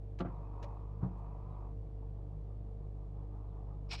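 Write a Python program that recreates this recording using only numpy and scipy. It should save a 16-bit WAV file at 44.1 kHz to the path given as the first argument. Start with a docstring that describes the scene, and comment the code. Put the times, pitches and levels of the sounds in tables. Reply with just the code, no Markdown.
"""A low idle hum fills a parked car, heard in mono from a microphone at the front seat.
Close by, the wiper stalk clicks on and soon off again. Behind the dashboard the linkage knocks and the
geared motor whirs through one sweep: the arms thump as they turn at the top, the rubber blades flop
over on the glass, then come back and park. A few very faint chirps fall in the background,
and at the end something near the microphone gives a short, bright rustle."""
import sys
import numpy as np
from scipy import signal
from scipy.fft import rfft, irfft, next_fast_len
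from scipy.io import wavfile
from scipy.ndimage import map_coordinates

SR = 44100
rng = np.random.default_rng(int(sys.argv[2]) if len(sys.argv) > 2 else 0)


def unload_wav(signal):
    """Save mono or channel-first audio to the path in sys.argv[1] as 16-bit WAV at rate SR, clipped to [-1, 1]."""
    wavfile.write(
        sys.argv[1],
        SR,
        np.round(np.clip(np.atleast_2d(signal).T, -1, 1) * 32767).astype(np.int16),
    )


N = 176400


def amp(db):
    """Decibels to gain."""
    return 10 ** (np.asarray(db) / 20)


def unit(x):
    """Scale to rms 1."""
    return x / np.sqrt(np.mean(x ** 2) + 1e-20)


def clock():
    """Time of each sample in seconds."""
    return np.arange(N) / SR


def curve(rows):
    """Straight lines through (t/s, value) points, one value per sample."""
    return np.interp(clock(), *np.transpose(rows))


def wobble(rate):
    """A smooth random curve with `rate` knots a second."""
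    return map_coordinates(rng.standard_normal(2048), [clock() * rate], mode="wrap")


def filtered(x, response):
    """Filter x by a gain given as a function of frequency."""
    size = next_fast_len(N + 8192)
    return irfft(rfft(x, size) * response(np.fft.rfftfreq(size, 1 / SR)), size)[:N]


def noise(colour):
    """Noise of rms 1 whose spectral density follows (f/Hz, level/dB) points."""
    corner_hz, db = np.transpose(colour)
    response = lambda hz: amp(np.interp(np.log(hz + 1), np.log(corner_hz + 1), db))
    return unit(filtered(rng.standard_normal(N), response))


def tone(hz):
    """A sine of rms 1 that follows a pitch curve."""
    return np.sqrt(2) * np.sin(2 * np.pi * (np.cumsum(hz) / SR + rng.random()))


def blow(start, attack, t60):
    """Envelope of a blow: quick rise, exponential decay; times in seconds."""
    t = np.maximum(clock() - start, 0)
    return (1 - np.exp(-t / attack)) * np.exp(-np.log(1000) * t / t60)


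def ping(start, hz, attack, t60):
    """One struck mode: a decaying sine."""
    return blow(start, attack, t60) * np.sin(2 * np.pi * hz * (clock() - start))


def contacts(rows, colour, attack):
    """Well-damped plastic contacts: resonances so short and dense that each hit is a noise burst."""
    power = sum((amp(db) * blow(start, attack, t60)) ** 2 for start, db, t60 in rows)
    return noise(colour) * np.sqrt(power)


# Idle hum in the cabin: multiple of the pulse rate, relative level/dB
IDLE_HARMONICS = [(1, 0.5), (2, -4.5), (3, -14), (4, -26.5), (5, -35), (6, -24.5), (7, -29.5), (8, -50),
                  (9, -21.5)]
# Spectrum of the rumble all around the microphone: f/Hz, relative level/dB
RUMBLE_COLOUR = [(15, -18.5), (30, 4), (70, -0.5), (125, 5.5), (220, -7), (400, -9), (700, -13),
                 (1000, -29), (1250, -33), (1600, -37.5), (3500, -44.5), (6000, -51), (10000, -57),
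                 (15000, -62)]
# Spectrum of the engine's uneven mid-range churn: f/Hz, relative level/dB
CHURN_COLOUR = [(200, -30), (500, -6), (800, 5.5), (1220, -3.5), (1480, -21.5), (3000, -36), (8000, -63.5)]
# The churn growing at the front seat: t/s, level/dB
CHURN_LEVEL = [(0, -86), (1.8, -73), (2.1, -70.5), (2.7, -73), (3.0, -72), (3.4, -66), (4, -68.5)]
def engine(idle_hz=50.19, hum_db=-45, rumble_db=-54.5, swell_hz=6.1):
    """The idling engine pushes pressure pulses into the cabin, over rumble and a swelling churn."""
    phase = 2 * np.pi * np.cumsum(idle_hz * (1 + .006 * wobble(6))) / SR
    hum = 0
    for k, db in IDLE_HARMONICS:
        flutter_db = (.56 if k <= 2 else 3) * wobble(10)
        hum -= amp(db + flutter_db) * np.sqrt(2) * np.sin(k * phase)
    swell_db = 2 * tone(swell_hz * (1 + .15 * wobble(3))) + 1.3 * wobble(20)
    pulsing = 1 + .2 * np.cos(phase)
    churn = noise(CHURN_COLOUR) * amp(curve(CHURN_LEVEL) + swell_db) * pulsing
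    return amp(hum_db) * hum + amp(rumble_db) * noise(RUMBLE_COLOUR) + churn


# Faint chirps in the background: t/s, level/dB
CHIRPS = [(.33, -92), (0.749, -94), (1.499, -89), (3.47, -93)]
def chirps(start_hz=3920, fall_hz=1080, waver_hz=110, length_s=.083):
    """Thin, wavering chirps that bend downwards."""
    out = np.zeros(N)
    for start, db in CHIRPS:
        progress = np.clip((clock() - start) / length_s, 0, 1)
        arch = np.sqrt(4 * progress * (1 - progress))
        pitch = start_hz - fall_hz * progress ** 2 + waver_hz * wobble(500)
        out += amp(db) * arch * tone(pitch)
    return out


# Spectrum of rubber sliding outside the windscreen: f/Hz, relative level/dB
SWISH_COLOUR = [(800, -9), (1600, 8), (2200, -7), (3200, 0), (5000, -7), (9000, -7), (12000, -20)]
def blade_swish(peak_s=1.19, width_s=.019, db=-84):
    """The blades brush briefly over the damp glass as they gather speed on the way back."""
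    return amp(db) * np.exp(-((clock() - peak_s) / width_s) ** 2) * noise(SWISH_COLOUR)


# Stroke of the rustle, close to the microphone: t/s, level/dB
RUSTLE_LEVEL = [(3.88, -110), (3.893, -65), (3.902, -59.5), (3.916, -41.5), (3.93, -45.5), (3.952, -46.5),
                (3.974, -61), (3.985, -55), (3.997, -52)]
# Its resonances: f/Hz, width/Hz, relative level/dB
RUSTLE_RINGS = [(2310, 57, 7), (2486, 90, 7), (2860, 73, -6), (4180, 170, -1), (4880, 110, -1.5),
                (5180, 150, -1), (5450, 79, -1.5)]
# Spectrum of its hiss: f/Hz, relative level/dB
RUSTLE_HISS = [(300, -28.5), (800, -5.5), (1800, -6.5), (2400, -1), (5550, 0), (5950, -15), (8200, -20.5),
               (9200, -31.5), (15500, -45.5)]
# Spectrum of the scuff in mid-stroke: f/Hz, relative level/dB
SCUFF_COLOUR = [(300, -21), (780, 3.5), (1300, -0.5), (2000, -12), (5500, -11.5), (7000, -15), (8100, -12),
                (9200, -25.5), (11500, -33), (15000, -44)]
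def rustle(scuff_s=3.936, scuff_width_s=.017, scuff_db=-48.5, ring_db=-2.5, hiss_db=-3):
    """A short, grainy hiss through a few bright resonances, with a broader scuff at its middle."""
    def resonances(f):
        return sum(amp(db) * 1j * f * width / (hz ** 2 - f ** 2 + 1j * f * width)
                   for hz, width, db in RUSTLE_RINGS)
    ring = unit(filtered(noise(RUSTLE_HISS), resonances))
    scuff = amp(scuff_db) * np.exp(-((clock() - scuff_s) / scuff_width_s) ** 2) * noise(SCUFF_COLOUR)
    grainy_stroke = amp(curve(RUSTLE_LEVEL) + wobble(300))
    return scuff + grainy_stroke * (amp(ring_db) * ring + amp(hiss_db) * noise(RUSTLE_HISS))


# Small contacts of the stalk switch, within arm's reach: t/s, level/dB, t60/s
TICKS = [(.183, -69, 0.028), (.1875, -52, 0.054), (.200, -63, .04), (.623, -68, .03), (.627, -52.5, 0.066),
         (.640, -54, 0.038), (.645, -60, 0.028)]
# Spectrum of those ticks: f/Hz, relative level/dB
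TICK_COLOUR = [(200, -16), (600, 6.5), (1300, 1.5), (2000, 5.5), (4400, -2), (6300, -6), (8000, -19),
               (12000, -25.5), (16000, -38)]
# Spectrum of the detent snapping home: f/Hz, relative level/dB
SNAP_COLOUR = [(300, -13), (1300, 6), (1900, 5), (3000, 0.5), (4400, -4), (5000, -13), (6500, -19),
               (8000, -30), (14000, -44)]
def stalk(on_s=.2035, snap_db=-44.5, off_s=.639, tock_db=-43):
    """The switch ticks and snaps into its detent, then springs back to its stop with a hollow tock."""
    snap = amp(snap_db) * blow(on_s, attack=.00092, t60=.049) * noise(SNAP_COLOUR)
    tock = amp(tock_db) * ping(off_s, hz=576, attack=.0011, t60=.13)
    return contacts(TICKS, TICK_COLOUR, attack=.0014) + snap + tock


# Linkage knocks from behind the dashboard: t/s, relative level/dB, t60/s
KNOCKS = [(0.1997, -41.5, 0.15), (0.205, -37, 0.12), (0.249, -40, 0.17), (.281, -50.5, 0.091)]
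# Spectrum of each knock's burst: f/Hz, relative level/dB
KNOCK_COLOUR = [(60, -22.5), (150, -6), (260, 5.5), (450, -3), (540, 0.5), (720, 0), (1000, -11.5),
                (1200, -5), (1400, -9.5), (1700, -17), (2600, -27), (4000, -43.5), (9000, -63)]
# Modes of the plastic column and dashboard, just ahead of the seat: f/Hz, relative level/dB, t60/s
DASH_MODES = [(265, -2.5, 0.18), (356.3, -1.5, .17), (544, -5.5, 0.11), (688, -9, 0.17), (857, -12.5, 0.19),
              (1162, -8.5, 0.11), (1361, -10.5, 0.11), (1604, -24.5, 0.15)]
def linkage_knocks(ring_db=-5, burst_db=-2, scatter_db=.5):
    """The linkage takes up its slack as the motor starts: each knock a dull burst and a short ring."""
    ring = np.zeros(N)
    for start, knock_db, _ in KNOCKS:
        for hz, mode_db, t60 in DASH_MODES:
            gain = amp(knock_db + mode_db + scatter_db * rng.normal())
            ring += gain * blow(start, attack=.00079, t60=t60) * tone(np.full(N, hz))
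    return amp(ring_db) * ring + amp(burst_db) * contacts(KNOCKS, KNOCK_COLOUR, attack=.00049)


# The motor's starting jolts, booming in the cabin: t/s, f/Hz, level/dB, t60/s
JOLTS = [(.207, 180.5, -31.5, 0.26), (0.2086, 261, -35.5, .1), (.242, 125.4, -38.5, .3)]
# Modes of the car body around the microphone: f/Hz, relative level/dB, t60/s
BODY_MODES = [(91, -5, 0.088), (123.5, -0.5, 0.13), (180.5, -8.5, .28), (239.7, -17.5, 0.14),
              (281, -19, 0.18)]
def body_thumps(turn_s=1.016, turn_db=-18.5, rise_s=.03):
    """The starting motor jolts the car body; the arms, turning at the top, push it more gradually."""
    jolts = sum(amp(db) * ping(start, hz, attack=.0016, t60=t60) for start, hz, db, t60 in JOLTS)
    push = np.clip((clock() - turn_s) / rise_s, 0, 1)
    boom = sum(amp(turn_db + db) * ping(turn_s, hz, attack=.006, t60=t60) for hz, db, t60 in BODY_MODES)
    return jolts + push * boom


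# Spectrum of the blades' flop, heard through the windscreen: f/Hz, relative level/dB
FLIP_COLOUR = [(50, -26.5), (90, 11), (150, -0.5), (260, -7.5), (400, -11.5), (720, -14), (1200, -21.5),
               (1600, -34.5), (2400, -48.5), (6000, -62.5), (12000, -73)]
def blade_flip(peak_s=1.035, db=-35.5, rise_s=.025, t60=.24):
    """At the top of the sweep the rubber lips lean over and flop softly on the glass."""
    t = clock() - peak_s
    envelope = np.exp(np.minimum(2 * t / rise_s, -np.log(1000) * t / t60))
    return amp(db) * envelope * noise(FLIP_COLOUR)


# Pitch of the gear teeth meshing, which sags while the blades move fastest: t/s, f/Hz
MESH_PITCH = [(.22, 802.7), (.34, 957.7), (.43, 937.4), (.6, 944), (.67, 929), (.8, 957), (.96, 1026),
              (1.08, 965), (1.18, 928), (1.33, 973.4), (1.48, 1016), (1.66, 961.5), (1.78, 800)]
# Motor loudness, following its load over the sweep: t/s, level/dB
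MOTOR_LOAD = [(.2, -78.5), (.3, -59), (.5, -61), (.67, -55.5), (.8, -61.5), (.85, -64.5), (1.0, -68),
              (1.16, -60), (1.42, -62.5), (1.65, -60), (1.72, -72), (1.79, -100)]
# Lines of the gear whine: multiple of the shaft rate, relative level/dB
GEAR_LINES = [(12, -15), (15, -8), (20, -4), (23, -8), (25, -13.5)]
# Spectrum of the whir reaching the seat through the bulkhead: f/Hz, relative level/dB
WHIR_COLOUR = [(100, -20), (300, -0.5), (600, 1), (950, 6), (1250, -3), (1500, -19.5), (2250, -24.5),
               (2540, -18), (2750, -33.5), (6000, -41), (12000, -54.5)]
def wiper_motor(teeth=20, whine_db=-4, whir_db=-.5, bracket_hz=933, half_width_hz=7.6, bracket_db=3.5):
    """The gears whine and their whir beats with the turning shaft, both louder under load."""
    shaft_hz = curve(MESH_PITCH) / teeth * (1 + .0035 * wobble(40))
    whine = np.zeros(N)
    for k, db in GEAR_LINES:
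        hz = k * shaft_hz
        # the motor bracket lifts any line that passes through its resonance
        lift_db = bracket_db / (1 + ((hz - bracket_hz) / half_width_hz) ** 2)
        flutter_db = 1.5 * wobble(15)
        whine += amp(db + lift_db + flutter_db) * tone(hz)
    whir = noise(WHIR_COLOUR) * (1 + .22 * tone(shaft_hz))
    return amp(curve(MOTOR_LOAD)) * (amp(whine_db) * whine + amp(whir_db) * whir)


def scene():
    """The cabin as heard from the front seat, in one channel."""
    wipers = wiper_motor() + linkage_knocks() + body_thumps() + blade_flip() + blade_swish()
    return (engine() + stalk() + wipers + chirps() + rustle())[None]


def record(dry):
    """The microphone's signal is cut off steeply above its band limit."""
    top_hz = 15400
    lowpass = signal.ellip(10, .1, 80, top_hz, fs=SR, output="sos")
    return signal.sosfilt(lowpass, dry)


dry = scene()
out = record(dry)
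unload_wav(out)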